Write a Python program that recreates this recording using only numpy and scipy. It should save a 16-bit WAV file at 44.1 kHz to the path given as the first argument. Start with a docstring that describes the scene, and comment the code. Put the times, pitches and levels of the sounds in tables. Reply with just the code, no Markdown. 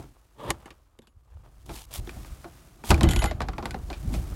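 """Outdoor air and handling rumble, filtered noise in slow lumps, lie under a hand-held microphone throughout.
First a steel barrel bolt scrapes back on a wooden coop door, as resonated slip noise, then hits its stop
and its handle drops, as noise bursts through resonances. Sleeve strokes brush past, as grainy noise with snaps.
The stuck door is tugged free with a thump and shudders, as ringing modes; a wire hook rattles and a metal sheet
jangles on it. It knocks lightly as it swings open, while a sliding band of noise whooshes by."""
import sys
import numpy as np
from scipy import signal
from scipy.fft import rfft, irfft
from scipy.io import wavfile
from scipy.ndimage import uniform_filter1d

SR = 44100
rng = np.random.default_rng(int(sys.argv[2]) if len(sys.argv) > 2 else 0)


def master_out(mix):
    """Clip the mix to full scale and print it as 16-bit PCM to the path in sys.argv[1]."""
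    frames = np.transpose(np.atleast_2d(mix))
    ceiling = np.clip(frames, -1, 1)
    pcm = np.round(ceiling * 32767).astype(np.int16)
    wavfile.write(sys.argv[1], SR, pcm)


N = 191834
TIME = np.arange(N) / SR  # seconds

# spectrum of the quiet outdoor air: pitch_hz, relative level_db per Hz
AIR_SPECTRUM = [(30, -9.5), (100, -2), (200, -18.5), (350, -11), (850, -24.5), (1180, -11.5), (1600, -32.5),
                (5000, -36.5), (15000, -35.5)]
AIR_DB = -76.5  # rms level
# steady level of the air moving on the microphone, before a small trim: time_s, level_db
DRAUGHT_CURVE = [(0.0, -64.5), (0.67, -57), (1.04, -65.5), (2.13, -44.5), (2.62, -55.5), (2.91, -55),
                 (3.06, -27), (3.12, -28), (3.5, -40.5), (3.73, -38.5), (4.06, -36.5), (4.35, -37.5)]
# single puffs of air as the hands move: peak_s, level_db, release_s
AIR_PUFFS = [(0.0, -46.5, 0.28), (0.5, -30.5, 0.044), (1.17, -48.5, 0.059), (1.36, -41, 0.15),
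             (1.57, -44, 0.045), (1.71, -39.5, 0.19), (2.0, -29.5, 0.095), (2.19, -33.5, 0.08),
             (2.31, -28.5, 0.039), (2.925, -17, .07), (3.05, -12.5, 0.067), (3.18, -19.5, 0.15),
             (3.43, -28, 0.041), (3.49, -27, 0.057), (3.84, -34.5, 0.11), (4.09, -21, .06),
             (4.17, -24, .12), (4.32, -29, .06)]
# spectrum of air pushing on the microphone: pitch_hz, relative level_db per Hz
BUFFET_SPECTRUM = [(20, -13), (38, -6.5), (52, 0), (75, -8.5), (110, -15), (170, -28)]
# dull bumps as the grip on the microphone shifts: peak_s, level_db, release_s
GRIP_BUMPS = [(0.0, -40.5, .11), (0.46, -40, 0.14), (1.705, -40, 0.093), (1.47, -57, 0.14), (2.0, -47, .22),
              (2.17, -44, 0.084), (3.035, -23.5, 0.2), (3.43, -38.5, 0.17), (3.91, -42.5, 0.1),
              (4.15, -35.5, 0.25)]
# spectrum of the shifting grip: pitch_hz, relative level_db per Hz
GRIP_SPECTRUM = [(70, -34), (120, 2.5), (200, -10), (330, -7), (480, -21), (700, -16)]
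# whoosh rising and falling in pitch on the microphone: time_s, centre_hz, level_db
WHOOSH_CURVE = [(3.98, 98.4, -90), (4.03, 130, -40.5), (4.055, 185.3, -35), (4.085, 330, -53.5),
                (4.12, 270.5, -36), (4.16, 178, -38.5), (4.2, 170, -47), (4.25, 198, -53),
                (4.3, 198.3, -88)]

# steady rubbing of cloth and door edge: time_s, level_db
RUBBING_CURVE = [(0, -74.5), (.36, -74.5), (.6, -59.5), (.8, -74), (1.2, -80.5), (1.45, -72), (1.85, -74),
                 (2.12, -52), (2.8, -58.5), (3.03, -35.5), (3.38, -49.5), (3.72, -42.5), (3.86, -54),
                 (4.35, -50)]
# single scuffs of hand and sleeve: peak_s, level_db, release_s
SCUFF_GESTURES = [(0.0, -51, 0.089), (0.54, -57, 0.081), (0.68, -54.5, 0.078), (1.32, -66, 0.12),
                  (1.455, -58, 0.064), (1.94, -43.5, 0.057), (2.915, -35, 0.11), (3.65, -45, 0.26)]
# spectrum of the rubbing: pitch_hz, relative level_db per Hz
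RUB_SPECTRUM = [(250, -11), (450, -1), (750, -1.5), (1250, -3.5), (2000, -16), (3200, -19), (6000, -34)]
# level of the cloth's treble hiss: time_s, level_db
RUSTLE_CURVE = [(0, -59.5), (.12, -69.5), (.35, -72.5), (.6, -67), (.76, -73), (1.1, -86), (1.3, -78),
                (1.6, -69), (1.85, -69), (2.02, -59.5), (2.14, -52.5), (2.8, -63.5), (3.0, -54.5),
                (3.3, -64), (3.41, -65), (3.6, -64), (4.13, -52.5), (4.35, -54)]
# spectrum of that hiss: pitch_hz, relative level_db per Hz
HISS_SPECTRUM = [(1200, 5.5), (2500, 1.5), (4000, 0), (7000, 0), (11000, -2), (13000, -4), (16000, -6.5)]
# strokes of the sleeve: start_s, peak_s, end_s, level_db
SLEEVE_STROKES = [(1.657, 1.758, 1.856, -45), (1.909, 1.944, 2, -36), (2.839, 2.9, 2.92, -29.5),
                  (4.104, 4.138, 4.22, -45)]
STROKE_START_DB, STROKE_STOP_DB = -18.5, -11.5  # relative to its peak, where a stroke sets in and breaks off
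# spectrum of the sleeve: pitch_hz, relative level_db per Hz
SLEEVE_SPECTRUM = [(300, -4), (900, 6), (1600, -3.5), (3200, 3.5), (5000, 0), (9500, 0.5), (13000, -3),
                   (16000, -10.5)]
# threads of the sleeve snagging: start_s, peak_db
THREAD_SNAGS = [(1.9394, -19), (1.95, -32), (1.9565, -31), (1.9655, -22), (1.9784, -29)]
ATTACK_SHARE = 0.62  # attack of a puff, bump or scuff as a share of its release
SWELL_DB = 21  # fall over one attack or release time

# ranges of thud, knock, clack and tick: low_hz, high_hz
BLOW_REGISTERS = [(140, 432), (450, 1324), (1400, 4780), (4800, 11760)]
PIVOT_HZ = 1380  # brightness tilts a blow about this pitch
FOCUS_DB, FOCUS_OCTAVES = 6.5, 1.06  # lift of the register around the main ring, and its reach

# hook tapping on the door:
# start_s, main_ring_hz, level_db, brightness_db_per_octave, t60_s near 1 kHz, wire_ring_db
HOOK_TAPS = [(1.019, 3430, -65.5, -1.5, 0.1, -79), (1.071, 2920, -63, -0.5, 0.056, -74),
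             (3.0315, 3150, -33, 1, 0.045, -51), (3.0886, 3280, -33.5, -1, .045, -41.5),
             (3.109, 3180, -35.5, 1.2, 0.096, -43), (3.1341, 1980, -37.5, 0, 0.0098, -44),
             (3.1613, 3370, -31, -1.5, 0.046, -43), (3.1904, 3050, -39.5, 0, .022, -44.5),
             (3.2408, 815, -29, -0.5, 0.031, -40.5), (3.258, 1340, -36, -0.5, 0.036, -47.5)]
# register balance of a hook tap before focus and brightness: thud_db, knock_db, clack_db, tick_db
HOOK_BALANCE = (-3, -5.5, -5.5, -5)
# free ringing of the wire hook, mostly in close pairs: pitch_hz, relative level_db, t60_s
WIRE_MODES = [(6724, -7, .22), (7004, -6, .24), (10960, -6, .24), (11370, -6, .22), (14140, -16, .3)]
# resonances of the metal sheet: pitch_hz, width_hz, relative level_db
SHEET_RESONANCES = [(1440, 19, 2.5), (1520, 31, -10), (1670, 53, -6), (2006, 32, 1), (2064, 41, 2),
                    (2540, 42, -18), (3020, 65, -3.5), (3700, 83, -13), (3750, 32, -4), (4400, 95, -16)]
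# the metal sheet buzzes against its frame while the door shudders
JANGLE_START_S, JANGLE_STOP_S, JANGLE_DB = 3.04, 3.295, -42.5
JANGLE_RISE_DB_PER_S, JANGLE_FALL_DB_PER_S = 2400, 520

# wood against wood, hand on knob:
# start_s, main_ring_hz, level_db, brightness_db_per_octave, t60_s near 1 kHz
WOOD_KNOCKS = [(1.692, 890, -43.5, -0.5, 0.11), (1.702, 890, -51, -1, 0.21), (2.073, 3330, -48, -4, 0.038),
               (2.093, 2340, -45, 1, 0.023), (2.247, 1220, -52, 0.5, 0.011), (2.443, 696, -46.5, -2, 0.11),
               (2.838, 954, -43.5, -1.5, .028), (2.9053, 777, -20, 3.5, 0.06),
               (2.914, 829, -23.5, -2.3, 0.031), (2.943, 2340, -35.5, 3, 0.023),
               (2.978, 543, -42.5, 1.5, 0.082), (3.009, 1060, -28.5, 1, 0.049), (3.039, 686, -30, 0, 0.064),
               (3.22, 790, -30, 0.5, 0.25), (3.311, 611, -34.5, -1.5, .045),
               (3.4048, 795, -33.5, -1.9, 0.034), (3.417, 897, -35.5, 0.4, 0.081),
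               (3.4854, 740, -36, -1.2, 0.049), (3.533, 1370, -47, -3.3, 0.074),
               (3.5815, 805, -36.5, -2, 0.067), (3.626, 526, -41.5, -4, 0.086),
               (3.6555, 496, -33, 1, 0.043), (3.708, 1490, -44.5, 4.5, 0.047),
               (3.743, 708, -37.5, -3.5, 0.06), (3.9014, 591, -39.5, -0.7, 0.081),
               (3.929, 2360, -45.5, 1.3, 0.14), (4.1395, 517, -41.5, 3.5, 0.14)]
# resonances of the wooden door: pitch_hz, width_hz, relative level_db
DOOR_RESONANCES = [(191, 78, -7.5), (284, 39, -1), (337, 24, -1), (640, 78, 1), (782, 166, -1),
                   (1196, 53, -4), (1490, 380, -11), (1840, 430, -0.5), (2490, 300, -7), (4930, 490, -64),
                   (7560, 980, -5)]
# jolts that shake the whole door: start_s, level_db
DOOR_JOLTS = [(0.501, -37.5), (0.988, -55.5), (2.904, -15.5), (3.019, -18.5), (3.037, -10), (3.159, -27),
              (3.239, -25)]
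# bending modes of the door: pitch_hz, relative level_db, t60_s
PANEL_MODES = [(51.5, -3.5, 0.094), (72.7, -7, 0.78), (98, -3, .22), (150.7, -9, 0.32), (207.7, -17, 0.43),
               (330, -9, .25), (418, -32.5, 0.16)]
# heavier balance of the door held in its frame: thud_db, knock_db, clack_db, tick_db
SHUT_BALANCE = (-2.5, -5, -6, -15.5)
# lighter balance of the door swinging free: thud_db, knock_db, clack_db, tick_db
FREE_BALANCE = (-7.5, -5, -5, -15)
FREE_S = 3.1  # the door leaves its frame

# bolt sliding in its barrel: time_s, friction_db
SLIDE_CURVE = [(0.33, -100), (0.375, -62.5), (0.395, -45), (0.44, -39.5), (0.475, -39.5), (0.502, -32),
               (0.52, -53), (0.54, -100)]
# steel on steel: pitch_hz, width_hz, relative level_db
BARREL_RESONANCES = [(310, 240, -4), (566, 120, 1.5), (937, 110, 1), (1220, 150, -4.5), (1710, 220, -13),
                     (3450, 750, -17.5), (8400, 7200, -32.5)]
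# bolt hits its stop, its handle drops and settles:
# start_s, main_ring_hz, level_db, brightness_db_per_octave, t60_s near 1 kHz
BOLT_BLOWS = [(0.504, 860, -26.5, 1.93, 0.03), (0.657, 940, -49, -0.8, 0.064),
              (0.705, 2470, -53, -0.7, 0.056), (0.989, 228, -55.5, -0.2, 0.02)]
# resonances of the bolt on its board: pitch_hz, width_hz, relative level_db
BOLT_RESONANCES = [(336, 25, -7), (540, 46, -1), (860, 210, -3), (1150, 120, 3), (1760, 170, -3.5),
                   (2154, 230, -1), (2880, 280, -7), (3840, 250, -6.5), (6600, 230, -2.5),
                   (10300, 2300, -4.5)]
# register balance of a bolt blow before focus and brightness: thud_db, knock_db, clack_db, tick_db
BOLT_BALANCE = (-1.5, -7, -4, -8.5)

CUTOFF_HZ = 16000  # the treble is cut above this


def from_db(db):
    """Decibels to gain."""
    return 10 ** (np.asarray(db) / 20)


def rms_one(x):
    """Scale to unit rms."""
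    return x / np.sqrt(np.mean(x ** 2) + 1e-20)


def in_time(rows):
    """Each column of a curve at every sample."""
    s, *columns = np.transpose(rows)
    return [np.interp(TIME, s, column) for column in columns]


def coloured(x, spectrum):
    """Give a steady excitation a spectrum that falls 20 dB per octave beyond its ends; rms 1."""
    hz, db = np.transpose(spectrum)
    octave = np.log2(np.maximum(np.fft.rfftfreq(N, 1 / SR), 1))
    known = np.log2(hz)
    beyond = np.abs(octave - np.clip(octave, known[0], known[-1]))
    gain = from_db(np.interp(octave, known, db) - 20 * beyond)
    return rms_one(irfft(rfft(x) * gain, N))


def drift(rate):
    """Smooth chance: lines between random points, rate of them per second; the last holds once they run out."""
    knots = rng.standard_normal(N // 20)
    return np.interp(TIME * rate, np.arange(len(knots)), knots)


def grains(spread_db, clump_db, clump_rate):
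    """Tiny slips of uneven size that come in clumps."""
    slips = rng.standard_normal(N)
    size_db = spread_db * np.clip(drift(5000), -2.5, 2.5)
    return slips * from_db(size_db + clump_db * drift(clump_rate))


def lumps(spectrum):
    """Low lumpy noise with its slow level evened out."""
    x = coloured(rng.standard_normal(N), spectrum)
    return x / np.sqrt(uniform_filter1d(x ** 2, size=3000) + 1e-9)


def swells(rows):
    """Gain of separate gestures that each rise to a peak and die away."""
    power = 0
    for peak_s, db, release_s in rows:
        away = np.maximum((peak_s - TIME) / ATTACK_SHARE, TIME - peak_s) / release_s
        power = power + from_db(db - SWELL_DB * np.minimum(away, 10)) ** 2
    return np.sqrt(power)


def resonate(x, peaks):
    """Parallel two-pole resonances of alternating sign."""
    out = 0
    for k, (hz, width, db) in enumerate(peaks):
        r = np.exp(-np.pi * width / SR)
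        feed = [(1 - r * r) / 2, 0, (r * r - 1) / 2]
        feedback = [1, -2 * r * np.cos(2 * np.pi * hz / SR), r * r]
        out = out + (-1) ** k * from_db(db) * signal.lfilter(feed, feedback, x)
    return out


def ring(times, levels_db, modes, uneven_db):
    """Each blow sets every decaying sine mode ringing with a strength of its own."""
    out = np.zeros(N)
    at = np.round(np.asarray(times) * SR).astype(int)
    for hz, db, t60 in modes:
        clicks = np.full(N, 1e-18)
        clicks[at] = from_db(levels_db + db + uneven_db * rng.standard_normal(len(at)))
        r = np.exp(-np.log(1000) / (t60 * SR))
        w = 2 * np.pi * hz / SR
        out += signal.lfilter([0, np.sin(w)], [1, -2 * r * np.cos(w), r * r], clicks)
    return out


def blows(hits, body, voice_db, plain_db, main_db, main_q, push_db, rise_s, damping,
          crack_db, crack_t60, tail_db, tail_t60):
    """Each blow pushes the body and wakes a crowd of close modes: a crack, a ring, a faint tail off the walls."""
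    out, t = np.zeros(N + SR), TIME[:SR // 3]
    attack = SR // 55
    fall = -np.log(1000) * t
    push = from_db(push_db) * (t == 0)
    centres = np.sqrt(np.prod(BLOW_REGISTERS, axis=1))
    for s, main_hz, level_db, brightness, t60, *_ in hits:
        # dense modes sound as noise with a soft onset
        crowd = rng.standard_normal(len(t)) * (1 - np.exp(-t / rise_s))
        # the place of contact favours one resonance and weights the others anew
        peaks = [(hz, width, db + 2 * rng.standard_normal()) for hz, width, db in body]
        peaks.append((main_hz, main_hz / main_q, main_db))
        focus_db = FOCUS_DB * np.exp(-(np.log2(centres / main_hz) / FOCUS_OCTAVES) ** 2)
        # a harder contact tilts the blow towards the treble
        tilt_db = brightness * np.log2(centres / PIVOT_HZ)
        levels_db = level_db + np.array(voice_db) + focus_db + tilt_db
        for (low, high), db in zip(BLOW_REGISTERS, levels_db):
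            # ring and tail die sooner in the treble
            life = (np.sqrt(low * high) / 1000) ** -damping
            body_ring = np.exp(fall / (t60 * life))
            crack = from_db(crack_db) * np.exp(fall / crack_t60)
            tail = from_db(tail_db) * np.exp(fall / (tail_t60 * life))
            burst = crowd * (body_ring + crack + tail)
            band = signal.butter(3, [low, min(high, .45 * SR)], "band", fs=SR, output="sos")
            sound = signal.sosfilt(band, resonate(burst + push, peaks) + from_db(plain_db) * burst)
            at = round(s * SR)
            # the level is set on the first 18 ms
            out[at:at + len(t)] += from_db(db) * sound / np.std(sound[:attack])
    return out[:N]


def rumble(draught_db=0.5, grip_db=-0.5):
    """Air and fingers push on the microphone in slow lumps, over the quiet yard; the grip creeps as the arm rubs."""
    moving_db, = in_time(DRAUGHT_CURVE)
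    rubbing_db, = in_time(RUBBING_CURVE)
    yard = from_db(AIR_DB) * coloured(rng.standard_normal(N), AIR_SPECTRUM)
    # steady and gestured levels add as powers
    air = np.hypot(from_db(moving_db + draught_db), swells(AIR_PUFFS)) * lumps(BUFFET_SPECTRUM)
    grip = np.hypot(from_db(rubbing_db + grip_db), swells(GRIP_BUMPS)) * lumps(GRIP_SPECTRUM)
    return yard + air + grip


def whoosh(drift_rate=55):
    """A narrow band of turbulence, random drift on a carrier, whose centre slides."""
    hz, db = in_time(WHOOSH_CURVE)
    phase = 2 * np.pi * np.cumsum(hz) / SR
    band = drift(drift_rate) * np.cos(phase) + drift(drift_rate) * np.sin(phase)
    return from_db(db) * rms_one(band)


def clothes(scuff_hiss_db=-14):
    """Cloth rubs softly all along, with a few scuffs; each sleeve stroke swells and stops in a zip of thread slips."""
    rubbing_db, = in_time(RUBBING_CURVE)
    rustle_db, = in_time(RUSTLE_CURVE)
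    scuffs = swells(SCUFF_GESTURES)
    slips = grains(spread_db=7, clump_db=3.5, clump_rate=100)
    rub = np.hypot(from_db(rubbing_db), scuffs) * coloured(slips, RUB_SPECTRUM)
    fibres = grains(spread_db=3.0, clump_db=2.0, clump_rate=270)
    hiss_gain = np.hypot(from_db(rustle_db), from_db(scuff_hiss_db) * scuffs)
    hiss = hiss_gain * coloured(fibres, HISS_SPECTRUM)
    stroke = np.zeros(N)
    for start, peak, end, db in SLEEVE_STROKES:
        shape_db = np.interp(TIME, [start, peak, end], [STROKE_START_DB, 0, STROKE_STOP_DB])
        stroke += from_db(db + shape_db) * (TIME > start) * (TIME < end)
    threads = grains(spread_db=4.5, clump_db=3, clump_rate=300)
    return rub + hiss + stroke * coloured(threads, SLEEVE_SPECTRUM)


def snags(snag_t60=0.0028, low_hz=2200):
    """A caught thread lets go with a tiny snap: a bright, fast-dying noise burst."""
    out, t = np.zeros(N), TIME[:SR // 100]
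    treble = signal.butter(1, low_hz, "high", fs=SR, output="sos")
    for s, db in THREAD_SNAGS:
        burst = rng.standard_normal(len(t)) * np.exp(-np.log(1000) * t / snag_t60)
        snap = signal.sosfilt(treble, burst)
        at = round(s * SR)
        out[at:at + len(t)] += from_db(db) * snap / np.abs(snap).max()
    return out


def hook(waver_db=2.5):
    """The hook bounces on the door and its wire rings; the sheet jangles while the door shudders."""
    s, *_, ring_db = np.transpose(HOOK_TAPS)
    taps = blows(HOOK_TAPS, DOOR_RESONANCES, HOOK_BALANCE, plain_db=-9.5, main_db=8, main_q=20,
                 push_db=14, rise_s=0.00048, damping=0.12, crack_db=12, crack_t60=0.0045,
                 tail_db=-23, tail_t60=0.21)
    # each mode of the wire wavers as the hook turns
    wire = sum(ring(s, ring_db, [mode], uneven_db=4.5) * from_db(waver_db * drift(37.0))
               for mode in WIRE_MODES)
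    rise_db = JANGLE_RISE_DB_PER_S * np.clip(JANGLE_START_S - TIME, 0, 1)
    fall_db = JANGLE_FALL_DB_PER_S * np.clip(TIME - JANGLE_STOP_S, 0, 1)
    buzz = resonate(grains(spread_db=7.5, clump_db=1.0, clump_rate=62), SHEET_RESONANCES)
    jangle = from_db(JANGLE_DB - rise_db - fall_db) * rms_one(buzz)
    return taps + wire + jangle


def door(sheet_db=-17):
    """The door drags from its frame in knocks that ring on in its metal sheet; big jolts shudder the whole panel."""
    jolt_s, jolt_db = np.transpose(DOOR_JOLTS)
    knock_s, _, knock_db, *_ = np.transpose(WOOD_KNOCKS)
    shut = [hit for hit in WOOD_KNOCKS if hit[0] < FREE_S]
    free = [hit for hit in WOOD_KNOCKS if hit[0] >= FREE_S]
    knocks = sum(blows(hits, DOOR_RESONANCES, voice, plain_db=-7.0, main_db=6, main_q=18,
                       push_db=22.0, rise_s=0.00028, damping=0.2, crack_db=5.5, crack_t60=0.0059,
                       tail_db=-18.5, tail_t60=0.26)
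                 for hits, voice in ((shut, SHUT_BALANCE), (free, FREE_BALANCE)))
    shudder = ring(jolt_s, jolt_db, PANEL_MODES, uneven_db=3.0)
    # a resonance's width sets its ringing time
    sheet_modes = [(hz, mode_db + sheet_db, np.log(1000) / (np.pi * width))
                   for hz, width, mode_db in SHEET_RESONANCES]
    sheet = ring(knock_s, knock_db, sheet_modes, uneven_db=0)
    return knocks + shudder + sheet


def bolt():
    """The bolt scrapes along its barrel in resonated slips, slams into the stop, and its handle drops."""
    friction_db, = in_time(SLIDE_CURVE)
    slips = grains(spread_db=5.5, clump_db=2.5, clump_rate=160)
    scrape = from_db(friction_db) * rms_one(resonate(slips, BARREL_RESONANCES))
    impacts = blows(BOLT_BLOWS, BOLT_RESONANCES, BOLT_BALANCE, plain_db=-10, main_db=-6.0, main_q=11,
                    push_db=14.5, rise_s=0.00027, damping=0.14, crack_db=3.5, crack_t60=0.0026,
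                    tail_db=-32, tail_t60=.17)
    return scrape + impacts


def scene():
    """All sources at the microphone."""
    return (bolt() + door() + hook() + clothes() + snags() + rumble() + whoosh())[None]


def record(dry, top=0.49, split_hz=180, low_cut_hz=29):
    """The deepest bass is dropped, loud blows overload above the bass, the top is cut."""
    x = signal.sosfilt(signal.butter(2, low_cut_hz, "high", fs=SR, output="sos"), dry)
    bass = signal.sosfiltfilt(signal.butter(2, split_hz, fs=SR, output="sos"), x)
    x = bass + top * np.tanh((x - bass) / top)
    return signal.sosfilt(signal.ellip(10, .1, 80, CUTOFF_HZ, fs=SR, output="sos"), x)


dry = scene()
out = record(dry)
master_out(out)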